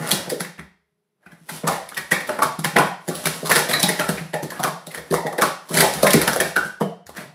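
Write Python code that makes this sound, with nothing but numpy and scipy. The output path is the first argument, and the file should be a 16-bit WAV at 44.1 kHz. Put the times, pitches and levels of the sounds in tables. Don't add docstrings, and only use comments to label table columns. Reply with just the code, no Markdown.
import sys
import numpy as np
from scipy import signal
from scipy.fft import rfft, irfft
from scipy.io import wavfile
from scipy.ndimage import uniform_filter1d

SR = 44100
rng = np.random.default_rng(int(sys.argv[2]) if len(sys.argv) > 2 else 0)


def to_linear_factor(level_db):
    exponent = np.asarray(level_db, float) / 20
    return 10 ** exponent


def store_pcm(level_fs):
    pcm = np.round(np.clip(level_fs, -1, 1) * 32767).astype(np.int16)
    wavfile.write(sys.argv[1], SR, np.atleast_2d(pcm).T)


N = 323694

# [t/s, knock level/dB, air f/Hz, thud level/dB]
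LANDINGS = [(0.128, -22, 363, -15), (.277, -28, 520, -27), (1.64, -19.5, 487, -18.5),
            (2.12, -16, 515, -19.5), (2.658, -22, 820, -21.5), (2.762, -7.5, 662, -11),
            (3.083, -23, 530, -21.5), (3.26, -25.5, 490, -24), (3.433, -21, 437, -24.5),
            (3.563, -16, 518, -23.5), (3.695, -21, 500, -26), (3.836, -13.5, 830, -13),
            (3.996, -16, 635, -24), (4.091, -21, 498, -14.5), (4.34, -13.5, 610, -24.5),
            (4.432, -18.5, 354, -20.5), (4.873, -31.5, 525, -32.5), (5.11, -28, 285, -17),
            (5.252, -20, 487, -23), (5.388, -11.5, 523, -39), (5.708, -24.5, 432, -24),
            (5.74, -23, 690, -18.5), (6.035, -9, 568, -12.5), (6.277, -16.5, 651, -17),
            (6.408, -16, 428, -26), (6.568, -21.5, 521, -30), (6.814, -13.5, 460, -13)]


def evened(x):
    return x / np.sqrt(np.mean(x ** 2) + 1e-20)


def peaked(x, db):
    return to_linear_factor(db) * x / (abs(x).max() + 1e-12)


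def read(points, hz):
    f, value = np.transpose(points)
    return np.interp(np.log(hz + 1), np.log(f + 1), value)


def add(mix, s, sound):
    part = mix[max(round(s * SR), 0):][:len(sound)]
    part += sound[:len(part)]


def swell(size, rise_s):
    return 1 - np.exp(-np.arange(size) / SR / rise_s)


def colour(x, points):
    log_gain = np.log(to_linear_factor(read(points, abs(np.fft.fftfreq(4096, 1 / SR)))))
    phase = -signal.hilbert(log_gain).imag
    taps = np.fft.ifft(np.exp(log_gain + 1j * phase)).real[:2048]
    return signal.oaconvolve(x, taps)[:len(x)]


def ring(modes, hz, detune, size):
    t = np.arange(size)[:, None] / SR
    ratio, db, t60_ms = np.transpose(modes)
    decay = to_linear_factor(db - 6e4 * t / t60_ms)
    return (decay * np.sin(2 * np.pi * hz * ratio * detune * t)).sum(1)


def hush():
    # [f/Hz, level/dB per Hz]
    air_spectrum = [(18, -41), (30, 6.5), (194, -5.5), (280, -17.5), (415, -4), (569, -17.5), (616, -15),
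                    (1280, -14), (10800, -20), (16000, -14)]
    # [f/Hz, level/dB]
    hum_tones = [(199.2, -109.5), (414.5, -92), (624.5, -100)]
    t = np.arange(N) / SR
    hum = np.zeros(N)
    for hz, db in hum_tones:
        hum += to_linear_factor(db) * np.sqrt(2) * np.sin(2 * np.pi * (hz * t + rng.random()))
    return to_linear_factor(-79) * evened(colour(rng.standard_normal(N), air_spectrum)) + hum


def room(x, tail_db):
    # [delay/ms, level/dB]
    first_echoes = [(8.3, -4.5), (12.9, -9.5), (21.7, -32.5)]
    # [f/Hz, t60/s]
    room_decay = [(100, 0.58), (260, 0.13), (700, 0.41), (1840, 0.43), (4850, 0.48), (11000, 0.29),
                  (15000, 0.27)]
    out, t = np.zeros(N), np.arange(N) / SR
    for ms, db in first_echoes:
        add(out, ms / 1000, to_linear_factor(db) * x)
    for k in range(3):
        taps = np.zeros(SR)
        at = np.arange(200, SR - 12, 12)
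        taps[at + rng.integers(0, 12, len(at))] = rng.choice([-1., 1.], len(at))
        hz, s, bands = signal.stft(taps, SR, nperseg=256)
        decay = to_linear_factor(-60 * s / read(room_decay, hz)[:, None])
        tail = signal.istft(bands * decay, SR, nperseg=256)[1]
        tail = tail * swell(len(tail), 0.0057)
        share = np.sqrt(2 / 3) * np.cos(np.pi * (2.3 * t + k / 3))
        out += to_linear_factor(tail_db) * signal.fftconvolve(x * share, tail / np.linalg.norm(tail))[:N]
    return out


def slide():
    # [hardest rub t/s, length/s, level/dB, rims against walls/dB]
    rubs = [(-0.02, 0.81, -28.5, -6.5), (1.43, 0.34, -71.5, 15.5), (1.535, 0.16, -42.5, 13.5),
            (1.708, 0.18, -29.5, -10), (1.984, 1, -61.5, 15), (2.36, 0.81, -43, -30), (2.74, 0.17, -42, -8),
            (2.86, 0.063, -32, -43), (3.268, 0.6, -38.5, 8.5), (3.737, 0.22, -24.5, -21),
            (3.98, 0.67, -34.5, 3.5), (4.58, 0.41, -40, -14), (5.03, 0.97, -49.5, -3),
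            (5.445, 0.096, -25.5, -22), (5.777, 0.18, -22.5, 6.5), (5.925, 0.67, -36, 7),
            (6.206, 0.54, -29.5, -19), (6.454, 0.13, -39, 10.5), (6.649, 0.06, -38, 6),
            (7.19, 0.16, -37, -10), (3.566, .2, -29, 4), (1.288, 0.23, -55.5, -30),
            (2.781, 0.069, -19.5, -29), (5.973, .12, -35.5, -17), (2.314, 0.19, -36, -31),
            (4.536, .12, -44, -20)]
    # [f/Hz, level/dB]
    fizz_spectrum = [(1500, -9), (2800, 0), (4000, -1.5), (7000, 1.5), (12000, 0), (16000, -3)]
    # [f/Hz, level/dB]
    rumble_spectrum = [(250, -14), (600, -7.5), (1100, -12.5), (1900, -7.5), (2500, -15), (5000, -21.5)]
    catches_per_s, catch_spread_db = 2500, 4.2
    rise_share, edge_db = 0.47, -28
    size_db = catch_spread_db * np.minimum(rng.exponential(1, N), 3)
    catches = rng.standard_normal(N) * to_linear_factor(size_db) * (rng.random(N) < catches_per_s / SR)
    fizz = evened(colour(catches, fizz_spectrum))
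    rumble = evened(colour(catches, rumble_spectrum))

    t = np.arange(0, N / SR, .002)
    s, length, db, rim_db = np.transpose(rubs)[:, :, None]
    away = np.maximum((s - t) / rise_share, (t - s) / (1 - rise_share)) / length
    push = to_linear_factor(db + edge_db * away ** 2)
    rim_push = (push * to_linear_factor(rim_db - 10.5)).sum(0)
    wall_push = (push * to_linear_factor(-8.0)).sum(0)
    fine_t = np.arange(N) / SR
    return fizz * np.interp(fine_t, t, rim_push) + rumble * np.interp(fine_t, t, wall_push)


def thuds():
    # [t/s, level/dB, f/Hz]
    nudges = [(.004, -23, 162), (.413, -23.5, 178), (0.595, -32, 183), (0.633, -41.5, 204),
              (1.269, -43, 190), (1.332, -38, 163), (1.417, -44, 155), (1.521, -32, 170), (1.98, -40, 148),
              (2.593, -18.5, 180), (2.741, -30, 192), (2.804, -13.5, 182.6), (3.891, -30, 164),
              (4.214, -25.5, 168), (4.602, -23, 167), (4.651, -20.5, 160), (4.98, -38.5, 167),
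              (5.426, -19.5, 203), (5.788, -18.5, 166), (5.821, -22, 187), (5.959, -23.5, 177),
              (6.146, -7.5, 222), (6.154, -10.5, 168), (6.661, -31, 204), (7.187, -28.5, 188),
              (7.26, -34.5, 144)]
    # [ratio to thud, level/dB, t60/ms]
    chest_modes = [(1, 2, 43.8), (1.25, -9, 34.4), (1.9, -2.5, 30)]
    # [f/Hz, level/dB, t60/ms]
    frame_modes = [(58, -4, 170), (75, 0, 170)]
    # [t/s, level/dB]
    sways = [(0.142, -47), (0.284, -61.5), (0.595, -52.5), (1.276, -60), (1.694, -49), (1.991, -55),
             (2.149, -55), (2.274, -65), (2.588, -55), (2.771, -54.5), (3.129, -57), (3.261, -53),
             (3.511, -46.5), (3.764, -49), (3.858, -50), (4.026, -52), (4.115, -51), (4.199, -57),
             (4.352, -60), (4.442, -57), (4.976, -56), (5.125, -46), (5.775, -48), (5.831, -52),
             (5.969, -46), (6.066, -45.5), (6.172, -33), (6.4, -42), (6.601, -52), (7.076, -52)]
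    lag_s, top_hz, hz_per_db, firm_db = .005, 167, 2.5, -22.5
    rows = []
    for s, _, _, db in LANDINGS:
        rows.append((s + lag_s, db, top_hz + hz_per_db * max(db - firm_db, 0)))
    rows += nudges
    out, chance = np.zeros(N), rng.random((len(rows), len(chest_modes)))
    rise = swell(4000, 0.0089) ** 2
    for (s, db, hz), u in zip(rows, chance):
        thud = ring(chest_modes, hz, 1 + [0, .1, .15] * (u - .5), size=4000)
        add(out, s - .009, peaked(thud * rise, db - 9.5))
    sway = ring(frame_modes, 0.96, 0.96, size=12000) * swell(12000, 0.018) ** 2
    for s, db in sways:
        add(out, s - .015, peaked(sway, db + 14.5))
    return out


def knocks():
    # [t/s, level/dB, f/Hz]
    cup_on_cup = [(0.321, -20, 430), (1.491, -27.5, 858), (1.686, -12, 770), (1.712, -13.5, 648),
                  (2.293, -17, 608), (2.392, -16, 688), (2.421, -10, 868), (4.979, -26, 486),
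                  (2.779, -9.5, 487), (2.797, -7, 810), (3.093, -18.5, 353), (3.501, -30, 510),
                  (3.533, -27, 460), (3.891, -18.5, 439), (4.598, -14.5, 740), (4.64, -46, 680),
                  (4.662, -17.5, 650), (5.131, -8, 510), (5.267, -16, 647), (5.336, -22, 603),
                  (5.437, -13.5, 554), (5.829, -11.5, 537), (6.145, -3, 316), (6.1625, -14.5, 358),
                  (6.219, -19.5, 487), (3.504, -21, 478), (3.568, -19, 550), (3.58, -18.5, 620),
                  (5.832, -13, 885), (6.052, -7.5, 1038), (6.412, -17.5, 513), (2.81, -14, 713),
                  (3.113, -21, 1150), (6.361, -12.5, 538)]
    rows = [row[:3] for row in LANDINGS] + cup_on_cup
    out, chance = np.zeros(N), rng.random((len(rows), 4))
    modes = [(.72, -4.5, 28), (1, 0.5, 32), (1.17, -2.5, 28.4), (1.4, -1.5, 24)]  # ratio, dB, t60 ms
    rise = swell(2500, 0.0037) ** 2
    for (s, db, hz), u in zip(rows, chance):
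        detune = 1 + [0.31, 0, 0.086, 0.28] * (u - .5)
        add(out, s - .005, peaked(ring(modes, hz, detune, size=2500) * rise, db - 8.5))
    return out


def pops():
    # [t/s, level/dB, f/Hz, t60/ms]
    contacts = [(.325, -25.5, 515, 23), (2.774, -19, 1040, 21), (2.79, -20, 1520, 15),
                (2.821, -24.5, 1147, 20), (3.517, -13.5, 1804, 12), (3.7375, -11.5, 4150, 7.5),
                (4.012, -23.5, 1440, 16), (4.357, -33, 1890, 20), (4.523, -35, 1756, 23),
                (4.65, -21.5, 1153, 21), (5.114, -26.5, 400, 38), (5.135, -20, 572, 27),
                (5.166, -25.5, 2030, 8.3), (5.185, -26.5, 978, 33), (5.425, -18, 1186, 19),
                (5.832, -19, 800, 12.7), (6.037, -10, 606, 17), (6.568, -14, 1557, 25),
                (6.82, -34, 3160, 9)]
    rise_s = 0.0028
    out = np.zeros(N)
    rise = swell(2000, rise_s) ** 2
    for s, db, hz, t60_ms in contacts:
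        mode = ring([(0.98, 0, max(t60_ms, 8))], hz, 0.98, size=2000)
        add(out, s - 2 * rise_s, peaked(mode * rise, db))
    return out


def clacks():
    # [t/s, ring level/dB, wall ring f/Hz, tick against ring/dB]
    taps = [(.0917, -22.5, 1360, 4), (.4504, -21, 1940, -16), (.583, -34.5, 1660, -14.5),
            (3.2582, -7.5, 2240, -7), (3.271, -12.5, 1550, -5.5), (3.5134, -6, 1690, -13.5),
            (3.5178, -3.5, 1840, -5), (3.532, -16, 1150, -21), (3.541, -13, 1900, -24),
            (3.5745, -19, 1300, -6), (3.581, -13, 1520, -11), (3.592, -11, 1750, -4),
            (5.4395, -11.5, 1120, -23), (2.432, -8, 1410, -8.5), (1.947, -31, 3000, -1),
            (3.2635, -20, 2240, -1), (5.7525, -16, 2180, -7), (6.0694, -2.5, 1850, -12.5),
            (6.0745, -14, 2000, -4), (6.1074, -10.5, 3570, -4), (6.2791, -4, 1530, -10),
            (6.292, -28, 1590, -22), (6.3335, -15.5, 1330, -5), (6.418, -37, 1700, 2),
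            (6.619, -27, 1490, -21), (1.9233, -24.5, 1440, -33), (2.2947, -12.5, 1370, -15.5),
            (2.3917, -14, 1160, -15.5), (2.5936, -25.5, 1210, -2.5), (2.6468, -8, 1870, -8.5),
            (2.7618, -15, 2030, -23), (2.7668, 1, 1880, -22), (2.788, -5, 1280, -12.5),
            (3.8315, -8, 3830, 0), (3.8376, -3, 3900, -45), (3.9973, -8.5, 1830, -9.5),
            (4.8702, -27, 3780, -4.5), (5.3876, -13, 1730, -13), (5.426, -9.5, 1340, -25),
            (5.8076, -6, 1800, 0), (5.8123, -5, 1930, -19), (6.1353, -8, 2150, 0), (6.14, -9.5, 2100, -19),
            (6.2172, -9, 1910, -4), (3.7375, -10.5, 4240, -6.5), (6.3623, -12, 1610, -8),
            (7.0686, -38, 1730, 1.5), (7.095, -28, 1040, -10), (7.1818, -24, 1780, -20)]
    clinks = [(1.2633, -35, 1510, -26), (1.492, -21.5, 2020, -17), (1.6739, -13, 1090, -11),
              (1.6788, -14, 1170, -2), (1.8914, -31.5, 2180, -2), (1.9715, -15, 1830, -15),
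              (1.9768, -12.5, 1885, -8.5), (2.114, -14.5, 1770, -10), (2.1198, -1, 1890, -12.5),
              (2.4239, -5.5, 1150, -14), (2.5431, -39, 1130, -39), (3.714, -10.5, 1810, -8),
              (3.7383, -6.5, 1890, -22.5), (4.5058, -25.5, 1800, -3), (4.521, -25, 1050, -11),
              (4.6441, -10.5, 1190, -26), (5.1262, -23.5, 960, -2), (5.3303, -26, 1140, -7.5),
              (5.3837, -17, 1880, -11), (5.6925, -33, 1020, 2.5), (6.0325, -11.5, 1230, 1.5),
              (6.4052, -5.5, 1820, -6), (6.5645, -9.5, 1440, -9.5), (6.5695, -10, 1440, -20.5)]
    nests = [(.0749, -28.5, 1400, 2), (.1156, -6, 3350, -2.5), (.3022, -21, 1860, -1.5),
             (.4074, -15.5, 1740, -10), (.5949, -23.5, 1950, -21), (1.6437, -26, 1248, -24),
             (1.6868, -9.5, 1160, -25), (3.0871, -22, 1860, -2), (3.1541, -33.5, 3740, 7.5),
             (3.5606, -4.5, 1860, -3.5), (3.6964, -19, 2100, 1), (4.0925, -13.5, 1490, -5.5),
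             (4.1817, -19.5, 2080, -17), (4.6387, -11, 1480, -6), (4.6798, -17.5, 1190, -11),
             (4.9482, -18.5, 1780, -9), (5.1422, -9, 1100, -9), (5.745, -24, 2300, 6),
             (5.7752, -8, 1810, -5), (5.787, -9, 2240, -10), (6.8178, -14, 950, -21),
             (7.1707, -28, 1830, -5.5), (4.3419, -15, 1880, -11.5)]
    sets = [(1.236, -53, 1600, -19), (1.321, -36, 1640, -15), (1.4973, -28.5, 1520, 2),
            (1.6547, -25, 1030, -47), (2.208, -20.5, 1970, -12), (2.276, -47, 1880, 15),
            (3.2417, -42, 1480, 6), (3.4593, -22.5, 1130, -1), (3.4726, -24.5, 1170, 5),
            (3.502, -14.5, 1090, -2.5), (3.8013, -25.5, 2020, 7.5), (3.8912, -8, 1954, -8.5),
            (4.0124, -15, 1390, -26), (1.266, -42, 2470, -15), (4.4343, -28, 920, 0),
            (4.601, -22, 1180, -6.5), (4.9159, -31.5, 2090, -2.5), (4.9791, -23, 1850, -10.5),
            (5.1122, -26, 1740, -2), (5.2688, -18.5, 1870, -10.5), (5.4213, -4, 1400, -8),
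            (5.7121, -28.5, 1140, -9), (5.9386, -38.5, 1640, 16.5), (6.107, -29.5, 1860, 14),
            (6.4611, -23, 1590, -21), (6.8105, -20, 900, -13), (7.2047, -37, 1606, -7)]
    # [ratio to ring, level/dB, share of its t60]
    wall_modes = [(.6, -17.5, 1), (1, -2, 0.73), (1.12, -4.5, 0.32), (1.8, -12.5, 0.84)]
    # [f/Hz, level/dB]
    tick_spectrum = [(300, -23.5), (1500, -18), (2600, -16.5), (3500, -8.5), (7000, -8), (12000, -8.5),
                     (16000, -7.5)]
    drop_ms, slide_in_ms = 4.1, 7.65
    held_ms, free_ms = 5.5, 20
    far_ms, far_share = 2.5, .55
    blow_spread = 0.083
    bounce_ms, bounce_db = (3, 34), -15
    tint_db = 3.5

    walls, ticks, gathered, far = np.zeros((4, N))
    kinds = [(taps, drop_ms, held_ms), (clinks, drop_ms, free_ms),
             (nests, slide_in_ms, held_ms), (sets, slide_in_ms, free_ms)]
    blows = [(*row, scrape_ms, ring_ms) for rows, scrape_ms, ring_ms in kinds for row in rows]
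    chance = rng.random((len(blows), len(wall_modes)))
    grit = rng.standard_normal((len(blows), 3, 3600))
    tint = evened(uniform_filter1d(rng.standard_normal((len(blows), 1801)), size=70))
    grit[:, 1] = evened(irfft(rfft(grit[:, 1]) * to_linear_factor(tint_db * tint)))
    t_ms = np.arange(3600) / SR * 1000 - 45
    slap = np.exp(-(t_ms / 1.68) ** 2)
    snap = np.exp(-((t_ms + 1.419) / 0.059) ** 2)
    wall_rise = swell(1500, 0.00079)

    for (s, db, hz, tick_db, scrape_ms, ring_ms), u, noise in zip(blows, chance, grit):
        scrape_ms, ring_ms = np.multiply([scrape_ms, ring_ms], 1 + blow_spread * (2 * u[2:] - 1))
        brush = 0.15 * np.exp(np.minimum(t_ms + scrape_ms, 0) / 1.0)
        scrape = 0.51 / (1 + np.exp(-(t_ms + scrape_ms) / 2.0))
        scrape = (brush + scrape) * np.exp(-np.maximum(t_ms, 0) / (7 + 0.93 * scrape_ms))
        scrape = scrape * to_linear_factor(4.1 * evened(uniform_filter1d(noise[2], size=40)))
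        bounce_at = np.interp(u[1], [0, 1], bounce_ms)
        bounce = to_linear_factor(bounce_db) * np.exp(-((t_ms - bounce_at) / 0.5) ** 2)

        blow = snap + 0.48 * (scrape + slap) * noise[0]
        detune = np.where(np.arange(len(wall_modes)) == 1, 1, 1 + .3 * (u - .5))
        wall = ring(np.multiply(wall_modes, [1, 1, max(ring_ms, 3)]), hz, detune, size=1500) * wall_rise
        start = s + t_ms[0] / 1000
        near = peaked(signal.fftconvolve(blow, wall), db - 3.5)
        add(walls, start, near)

        far_modes = np.multiply(wall_modes, [1, 1, 0]) + [0, 0, far_ms + far_share * ring_ms]
        wide = ring(far_modes, hz, detune, size=900)
        add(far, s, wide * np.linalg.norm(near) / np.linalg.norm(wide))

        spit = to_linear_factor(db + tick_db + 6.0) * (scrape + 1.2 * slap + bounce) * noise[1]
        add(ticks, start, spit)
        add(gathered, s - .002, np.array([np.linalg.norm(spit)]))
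    to_room = to_linear_factor(-6.0) * colour(gathered, tick_spectrum) + to_linear_factor(-8.0) * far
    return walls, colour(ticks, tick_spectrum), to_room


def scene():
    walls, ticks, gathered = clacks()
    chest = thuds()
    air = knocks() + pops()
    rub = slide()
    echoes = room(rub + to_linear_factor(0.07) * air + gathered + to_linear_factor(-6.0) * chest, tail_db=2.5)
    return (walls + ticks + chest + air + rub + echoes + hush())[None]


def roll_off(x):
    return signal.sosfilt(signal.butter(12, 16820, fs=SR, output="sos"), x)


def record(dry):
    # [f/Hz, level/dB]
    mic_response = [(40, -28.5), (110, -3), (160, 13), (6000, -3), (6500, -6), (9400, -2), (10300, 0),
                    (11100, 5.5), (11600, -7.5), (11900, -2.5), (15500, -11.5), (16200, -44.5)]
    x = np.tanh(colour(dry[0], mic_response) * 1.05) / 1.05
    x = signal.oaconvolve(x, signal.firwin(255, 16300, fs=SR), "same")
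    return roll_off(x[None])


dry = scene()
out = record(dry)
store_pcm(out)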